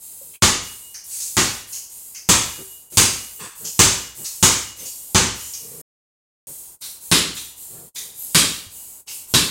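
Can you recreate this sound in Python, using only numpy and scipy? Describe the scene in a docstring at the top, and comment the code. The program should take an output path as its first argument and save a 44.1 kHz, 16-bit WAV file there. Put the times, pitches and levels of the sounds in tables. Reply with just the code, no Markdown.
"""A hard-walled garage: a basketball is dribbled on concrete, heard from one spot, then, after silence, a second.
Each bounce sums a squeezed-air pulse with room modes, a noise slap of rubber, and decaying modes for the ball's ping
and a beating steel part. Hands catch and slide as resonant noise; feet drag as dull noise and knocks are low modes.
Falling sines whistle faintly over coloured noise: a faint rumble and a hiss that swells in surges."""
import sys
import numpy as np
from scipy import signal
from scipy.fft import rfft, irfft
from scipy.io import wavfile

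SR = 44100
rng = np.random.default_rng(int(sys.argv[2]) if len(sys.argv) > 2 else 0)


def file_out(sig):
    """Save sig as 16-bit WAV at sys.argv[1]."""
    # one column per channel
    cols = np.atleast_2d(sig).T
    # limit, then scale
    lim = np.clip(cols, -1, 1)
    pcm = np.round(lim * 32767).astype(np.int16)
    wavfile.write(sys.argv[1], SR, pcm)


N = 418950
TIME = np.arange(N) / SR
AGE = np.arange(SR) / SR   # the second that follows a contact

# Levels in the tables are relative: each sound's own shaping and mix gain come on top.
# thin hiss in surges, each lasting until the next: start_s, level_db, rise_s
SURGES = [(0, -39.5, .015), (0.61, -39, .03), (1.04, -32, .065), (1.671, -34, .035), (1.885, -39, .02),
          (2.28, -36.5, .06), (2.901, -36, .02), (3.551, -36, .03), (4.149, -35, .02), (4.76, -36, .03),
          (5.341, -36, .04), (6.4, -37, .03), (6.79, -34, .03), (7.001, -38, .02), (7.335, -36.5, .015),
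          (7.56, -38, .02), (7.929, -34, .03), (8.14, -34.5, .04), (8.7, -38, .03), (9.08, -32.5, .04),
          (9.27, -36.5, .02)]
SURGE_FALL_S = 0.065   # back into the lull
SURGE_SAG_DB_PER_S, LULL_DB = 12.5, -13
# colour of the hiss: frequency_hz, density_db (per Hz)
HISS_COLOUR = [(800, -50.5), (2000, -24.5), (4000, -16.5), (5900, -14), (7000, -4), (8200, -1.5),
               (10000, -2.5), (13000, -4), (16000, -8)]
# colour of the rumble: frequency_hz, density_db (per Hz)
RUMBLE_COLOUR = [(20, -1.5), (60, 6), (130, 0.5), (250, -2.5), (450, -1.5), (700, -4.5), (1100, -4.5),
                 (2000, -13.5), (5000, -31)]
RUMBLE_START_DB, RUMBLE_END_DB = -62, -58   # slow growth, before the hiss's swing is added
RUMBLE_FOLLOWS = 0.3   # share of the hiss's swing

# faint falling whistles: start_s, start_pitch_hz, level_db
WHISTLES = [(0.17, 13900, -43), (1.46, 14300, -58), (2.03, 15000, -48), (2.66, 14100, -43),
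            (3.30, 15200, -41), (3.95, 13700, -47), (5.73, 13700, -47.5), (8.168, 12660, -30.5)]
WHISTLE_S, WHISTLE_FALL_HZ_PER_S = 0.14, 15000

# feet shifting on the floor: start_s, length_s, level_db
SHUFFLES = [(.2, 0.15, -59), (2.574, 0.067, -41), (2.912, 0.059, -47.5), (3.381, 0.12, -41.5),
            (3.59, 0.13, -44.5), (4.167, 0.1, -46), (4.77, 0.13, -47.5), (5.566, 0.41, -46),
            (6.421, 0.13, -49.5), (7.679, 0.22, -48), (7.948, 0.23, -56)]
# colour of a dragging sole: frequency_hz, density_db (per Hz)
SHUFFLE_COLOUR = [(50, -17), (130, 12), (260, 1.5), (430, 8), (700, -4), (1000, -8.5), (1700, -12.5)]

# dull knocks: start_s, pitch_hz, level_db, t60_s
KNOCKS = [(0.213, 542, -38.5, 0.067), (2.589, 385, -39.5, 0.38), (8.665, 94, -35.5, 0.1)]

# hands on the ball, short for a catch and long for a slide:
# start_s, length_s, skin_level_db, skin_resonance_hz, pat_level_db, palm_resonance_hz
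TOUCHES = [(0.333, 0.031, -64, 6000, -46.5, 2580), (0.941, 0.018, -30.5, 5600, -44.5, 1920),
           (1.088, 0.19, -28, 8100, -49.5, 2850), (1.198, 0.029, -25, 6460, -42, 3800),
           (1.721, .055, -27.5, 6600, -44, 2850), (2.144, 0.035, -32, 5850, -44, 1950),
           (2.913, 0.083, -39, 7160, -50, 3000), (3.39, 0.071, -34, 8400, -35.5, 900),
           (3.643, 0.042, -25, 6700, -41, 3080), (4.242, .03, -24.5, 6740, -37.5, 4240),
           (4.779, 0.065, -37, 6460, -45, 2960), (4.851, 0.038, -30, 6560, -48.5, 3050),
           (5.386, .11, -34, 6900, -46, 3040), (5.533, .021, -28.5, 6150, -44, 3000),
           (6.813, 0.051, -35.5, 5100, -36, 4180), (7.365, 0.024, -31, 6700, -31, 3800),
           (7.954, 0.035, -29.5, 6800, -33, 3750), (7.96, 0.021, -46, 6100, -40.5, 1980),
           (9.071, 0.044, -33, 5400, -38, 2800)]
# colour of skin on rubber: frequency_hz, density_db (per Hz)
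SKIN_COLOUR = [(3000, -39.5), (4200, -1.5), (5200, 0.5), (6500, 2.5), (8000, -0.5), (10000, -3.5),
               (15000, -20.5)]
# colour of the palm's pat: frequency_hz, density_db (per Hz)
PAT_COLOUR = [(500, -28.5), (1000, -3.5), (1600, -4), (2400, 0.5), (3000, -1), (4200, 0.5), (5500, -10),
              (8000, -20)]
# colour of the ball's hollow answer: frequency_hz, density_db (per Hz)
HOLLOW_COLOUR = [(50, -12.5), (120, 5.5), (250, -7), (400, 1), (650, -13), (1200, -12.5)]
TOUCH_RISE_SHARE = 0.23   # part of a touch spent pressing on
HOLLOW_DB = -23.5   # the hollow answer against the pat

# ball on floor: start_s, thump_level_db, slap_level_db, brightness_db, steel_level_db
BOUNCES = [(0.423, -1.5, 1, -6.5, -38), (1.368, -6, -1.5, -6, -49.5), (2.289, -2, 0.5, -2, -39.5),
           (2.9716, -2.5, -2, 3.5, -41.5), (3.792, 0.5, 1.85, -1, -41), (4.427, -1.5, -0.5, 1, -40.5),
           (5.147, 1, 1, -11, -43), (7.1146, -3, 0, -5, -50), (8.347, -5, 0, -1, -46),
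           (9.339, -3.5, -1.5, -2, -60)]
# standing waves of the garage: pitch_hz, first_spot_level_db, second_spot_level_db, t60_s
ROOM_MODES = [(59.3, -22, -24, 0.67), (67, -31, -27, 0.82), (88.1, -16, -24.5, 0.5),
              (107.2, -23.5, -24, 0.67), (107.4, -21.5, -14, 0.12), (169, -33.5, -10.5, 0.47),
              (188.5, -27, -24, 0.36), (214, -30, -43, 0.35), (254, -29.5, -24, 0.29),
              (310, -30.5, -44, 0.19), (381, -16, -25, 0.42), (498, -25, -33, 0.58)]
# first reflections: delay_s, level_db
ECHOES = [(.0028, -13.5), (0.0108, 0.5), (0.0179, -12.5), (.0265, -11.5)]
# colour of the slap at the first spot: frequency_hz, density_db (per Hz)
SLAP_FIRST = [(45, -8), (100, 5.5), (300, 2.5), (500, -4), (680, -6.5), (1050, 0.5), (1600, -2), (3000, -1),
              (5400, 0), (6400, 5), (8000, 2.5), (10000, -4.5), (12500, -11.5), (16000, -13.5)]
# colour of the slap at the second spot: frequency_hz, density_db (per Hz)
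SLAP_SECOND = [(45, -16), (110, 1.5), (280, 5.5), (500, -4), (730, -12), (1100, -3.5), (2100, -2.5),
               (3800, 3.5), (5200, 0.5), (5900, -2), (7700, 1.5), (10000, -2.5), (12500, -7.5),
               (16000, -21.5)]
# the garage's decay time by band: frequency_hz, t60_s
GARAGE_T60 = [(60, 0.5), (150, 0.45), (400, 0.47), (1000, 0.51), (2500, 0.53), (6000, 0.53), (9000, 0.47),
              (15000, 0.29)]
# the ball's air and shell: pitch_hz, first_spot_level_db, second_spot_level_db, t60_s
BALL_MODES = [(897, -27, -37, 0.3), (993, -40, -33, .3), (1079, -27, -27.5, 0.36), (1215, -28.5, -35, 0.47),
              (1534, -36.5, -25.5, 0.14), (3510, -30.5, -37, .5), (3830, -34, -32, 0.46),
              (4940, -35, -34, .45)]
STEEL_HZ, STEEL_T60_S = 2877, 2.1
STEEL_BEAT_HZ, STEEL_LASTS_S = 5.4, 0.72   # spacing of the two close modes, and how long they sound

# brief sinkings of the whole level: lowest_s, depth_db
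DIPS = [(.411, -38), (6.803, -28), (7.94, -40), (9.058, -22)]
DIP_FALL_S, DIP_RETURN_S = 0.052, 0.01
GAP_START_S, GAP_END_S = 5.814, 6.470   # silence between the two spots
CUTOFF_HZ = 15850


def from_db(db):
    """Decibels to amplitude."""
    return 10 ** (np.asarray(db) / 20)


def rms_one(x):
    """Scale a sound to an rms of 1."""
    return x / np.sqrt(np.mean(x ** 2) + 1e-20)


def at_hz(points, hz):
    """Read a curve between its points on a log frequency axis."""
    f, value = np.transpose(points)
    return np.interp(np.log(hz + 1e-9), np.log(f), value)


def add(out, s, sound):
    """Mix a sound in at a time."""
    at = int(round(s * SR))
    out[at:at + len(sound)] += sound[:N - at]


def noise(spectrum, size, uneven_db, grain_hz=140):
    """Noise of a given colour with chance peaks and valleys, falling away above its last point; rms 1."""
    hz = np.fft.rfftfreq(size, 1 / SR)
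    peaks = np.interp(hz / grain_hz, np.arange(1024), rng.standard_normal(1024))
    unevenness = uneven_db * peaks * hz / (hz + 600)   # smoother in the bass
    top_fall = np.maximum(1, hz / spectrum[-1][0]) ** 2
    gain = from_db(at_hz(spectrum, hz) + unevenness) / top_fall
    return rms_one(irfft(rfft(rng.standard_normal(size)) * gain, size))


def ring(hz, t60):
    """A struck mode: a sine of height 1 that dies by 60 dB in t60 seconds."""
    return np.sin(2 * np.pi * hz * AGE) * np.exp(-np.log(1000) * AGE / t60)


def swell(length):
    """A smooth rise and fall."""
    return np.sin(np.pi * np.minimum(AGE / length, 1))


def resonate(x, hz, width_hz, boost_db):
    """One resonance stands out of a sound; rms 1."""
    peak = signal.lfilter(*signal.iirpeak(hz, hz / width_hz, fs=SR), x)
    return rms_one(x + from_db(boost_db) * peak)


def brighten(x, db, corner_hz):
    """A treble shelf: the highs are lifted or cut by adding a scaled high-pass."""
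    highs = signal.sosfilt(signal.butter(1, corner_hz, "high", fs=SR, output="sos"), x)
    return x + (from_db(db) - 1) * highs


def surges():
    """Level of the hiss in dB: each surge rises quickly out of a lull, sags, and sinks back before the next."""
    starts, top_db, rise = np.transpose(SURGES)
    current = np.maximum(np.searchsorted(starts, TIME, side="right") - 1, 0)
    age = np.maximum(TIME - starts[current], 0)
    left = np.append(starts[1:], np.inf)[current] - TIME
    lull = np.maximum(np.exp(-age / rise[current]), np.exp(-left / SURGE_FALL_S))
    return top_db[current] - SURGE_SAG_DB_PER_S * age + LULL_DB * lull


def hiss():
    """Thin noise; every surge has a faint colour of its own, and each burst lasts a second at most."""
    out = np.zeros(N)
    starts = [s for s, _, _ in SURGES]
    for start, end in zip(starts, starts[1:] + [np.inf]):
        burst = noise(HISS_COLOUR, SR, uneven_db=3.0, grain_hz=91.7)
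        add(out, max(start, 0), burst * (AGE < end - start))
    return out


def background():
    """A thin hiss that swells and sinks, and a low rumble that goes part of the way with it."""
    hiss_db = surges()
    swing_db = hiss_db - hiss_db.mean()
    rumble_db = np.linspace(RUMBLE_START_DB, RUMBLE_END_DB, N) + RUMBLE_FOLLOWS * swing_db
    rumble = noise(RUMBLE_COLOUR, N, uneven_db=4.0)
    return from_db(rumble_db) * rumble + from_db(hiss_db + 2.5) * hiss()


def whistles():
    """Very high, unsteady tones slide down through the hiss: falling sines times slow noise."""
    out = np.zeros(N)
    for s, from_hz, db in WHISTLES:
        pitch_hz = from_hz - WHISTLE_FALL_HZ_PER_S * np.minimum(AGE, WHISTLE_S)
        phase = 2 * np.pi * np.cumsum(pitch_hz) / SR
        waver = noise([(20, -12), (300, -3)], SR, uneven_db=-2)
        add(out, s, from_db(db) * np.sin(phase) * waver * swell(WHISTLE_S))
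    return out


def feet():
    """Soles drag dully over the concrete: low noise that rises and falls."""
    out = np.zeros(N)
    for s, length, db in SHUFFLES:
        drag = noise(SHUFFLE_COLOUR, SR, uneven_db=6.0, grain_hz=52.4)
        add(out, s, from_db(db) * drag * swell(length))
    return out


def knocks():
    """Soft bumps, each leaving one low note in the room."""
    out = np.zeros(N)
    soft_onset = 1 - np.exp(-AGE / 0.0015)
    for s, hz, db, t60 in KNOCKS:
        add(out, s, from_db(db) * ring(hz, t60) * soft_onset)
    return out


def hands():
    """Skin brushes pebbled rubber, air rings under the palm, the ball answers hollowly; the room carries on."""
    out = np.zeros(N)
    for s, length, skin_db, skin_hz, pat_db, palm_hz in TOUCHES:
        brush = noise(SKIN_COLOUR, SR, uneven_db=4.0, grain_hz=232)
        skin = resonate(brush, skin_hz, width_hz=1300, boost_db=7)
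        palm_air = noise(PAT_COLOUR, SR, uneven_db=4.0, grain_hz=220)
        pat = resonate(palm_air, palm_hz, width_hz=600, boost_db=10)
        hollow = from_db(HOLLOW_DB) * noise(HOLLOW_COLOUR, SR, uneven_db=9.5)
        press = np.minimum(AGE / (TOUCH_RISE_SHARE * length), 1)
        after = np.maximum(AGE - length, 0)
        release = 0.15 * np.exp(-after / 0.013) + 0.5 * np.exp(-after / 0.083)   # quick let-go, room tail
        touch = from_db(skin_db) * skin + from_db(pat_db) * (pat + hollow)
        add(out, s, touch * press * release)
    return out


def reflect(x):
    """Car, ceiling and walls return a sound one after another."""
    return x + sum(from_db(db) * np.interp(AGE - delay, AGE, x, left=0) for delay, db in ECHOES)


def die_away(x, hold):
    """The room holds a sound briefly, then each band dies at its own rate."""
    hz = np.fft.rfftfreq(len(x), 1 / SR)
    spectrum = rfft(x)
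    late = np.hypot(AGE, hold) - hold
    out = 0
    for centre, t60 in GARAGE_T60:
        # overlapping triangular bands that add up to the whole
        share = at_hz([(f, float(f == centre)) for f, _ in GARAGE_T60], hz)
        out = out + irfft(spectrum * share, len(x)) * from_db(-60 * late / t60)
    return out


def thump(second_spot, contact_s):
    """The ball flattens and springs back: suction, pressure, suction; the room's standing waves boom on."""
    squeeze = -np.cos(2 * np.pi * AGE / contact_s) * (AGE < contact_s)
    squeeze = signal.sosfilt(signal.butter(1, 700, fs=SR, output="sos"), squeeze)
    boom = 0
    for k, (hz, first_db, second_db, t60) in enumerate(ROOM_MODES):
        mode_db = second_db if second_spot else first_db
        boom = boom + (-1) ** k * from_db(mode_db) * ring(hz, t60)   # alternating polarity
    build_up = 1 - np.exp(-AGE / 0.0049)
    return from_db(-12.0) * reflect(squeeze) + from_db(-6.5) * boom * build_up


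def ping(second_spot):
    """The ball's air and shell ring, a little differently at each contact."""
    out = 0
    for hz, first_db, second_db, t60 in BALL_MODES:
        mode_db = (second_db if second_spot else first_db) + rng.normal(0, 1.1)
        out = out + from_db(mode_db) * rng.choice([-1, 1]) * ring(hz, t60)
    return out


def slap(second_spot, bright_db):
    """Rubber cracks on concrete and the ball pings; the crack scatters into a dense tail."""
    colour = SLAP_SECOND if second_spot else SLAP_FIRST
    crack = brighten(noise(colour, SR, uneven_db=-1.0), db=10.0, corner_hz=12000) * np.exp(-AGE / 0.0014)
    tail = die_away(noise(colour, SR, uneven_db=2.5, grain_hz=59.7), hold=0.029)
    tail = tail * (1 - np.exp(-AGE / 0.0029))
    rubber = from_db(-7.5) * reflect(crack) + from_db(-9.0) * tail
    return brighten(rubber, bright_db, corner_hz=4650) + from_db(1.0) * ping(second_spot)


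def steel_ring():
    """A steel part rings in sympathy: two close modes beat slowly and fade out."""
    steel = ring(STEEL_HZ, STEEL_T60_S) - 0.7 * ring(STEEL_HZ + STEEL_BEAT_HZ, STEEL_T60_S)
    return steel * np.maximum(1 - (AGE / STEEL_LASTS_S) ** 4, 0)


def dribble():
    """Every bounce is a thump and a slap on the floor, with the steel ringing along."""
    out = np.zeros(N)
    steel = steel_ring()
    for s, thump_db, slap_db, bright_db, steel_db in BOUNCES:
        second_spot = s > GAP_END_S
        add(out, s, from_db(thump_db) * thump(second_spot, contact_s=0.0069))
        add(out, s, from_db(slap_db) * slap(second_spot, bright_db))
        add(out, s, from_db(steel_db) * steel)
    return out


def scene():
    """All the layers summed into one channel."""
    return (background() + whistles() + feet() + knocks() + hands() + dribble())[None]


def dropouts():
    """The level dips briefly four times, and all but vanishes between the two spots."""
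    dip_db = sum(np.interp(TIME, [s - DIP_FALL_S, s, s + DIP_RETURN_S], [0, depth, 0]) for s, depth in DIPS)
    sounding = (TIME < GAP_START_S) | (TIME > GAP_END_S)
    return from_db(dip_db) * np.maximum(sounding, 1e-6)


def record(dry):
    """The level dips and gaps, peaks are rounded softly, and the extreme treble is cut steeply."""
    ceiling = 1.2
    rounded = ceiling * np.tanh(from_db(0.65) * dry * dropouts() / ceiling)
    return signal.sosfilt(signal.ellip(10, 0.1, 90, CUTOFF_HZ, fs=SR, output="sos"), rounded)


dry = scene()
out = record(dry)
file_out(out)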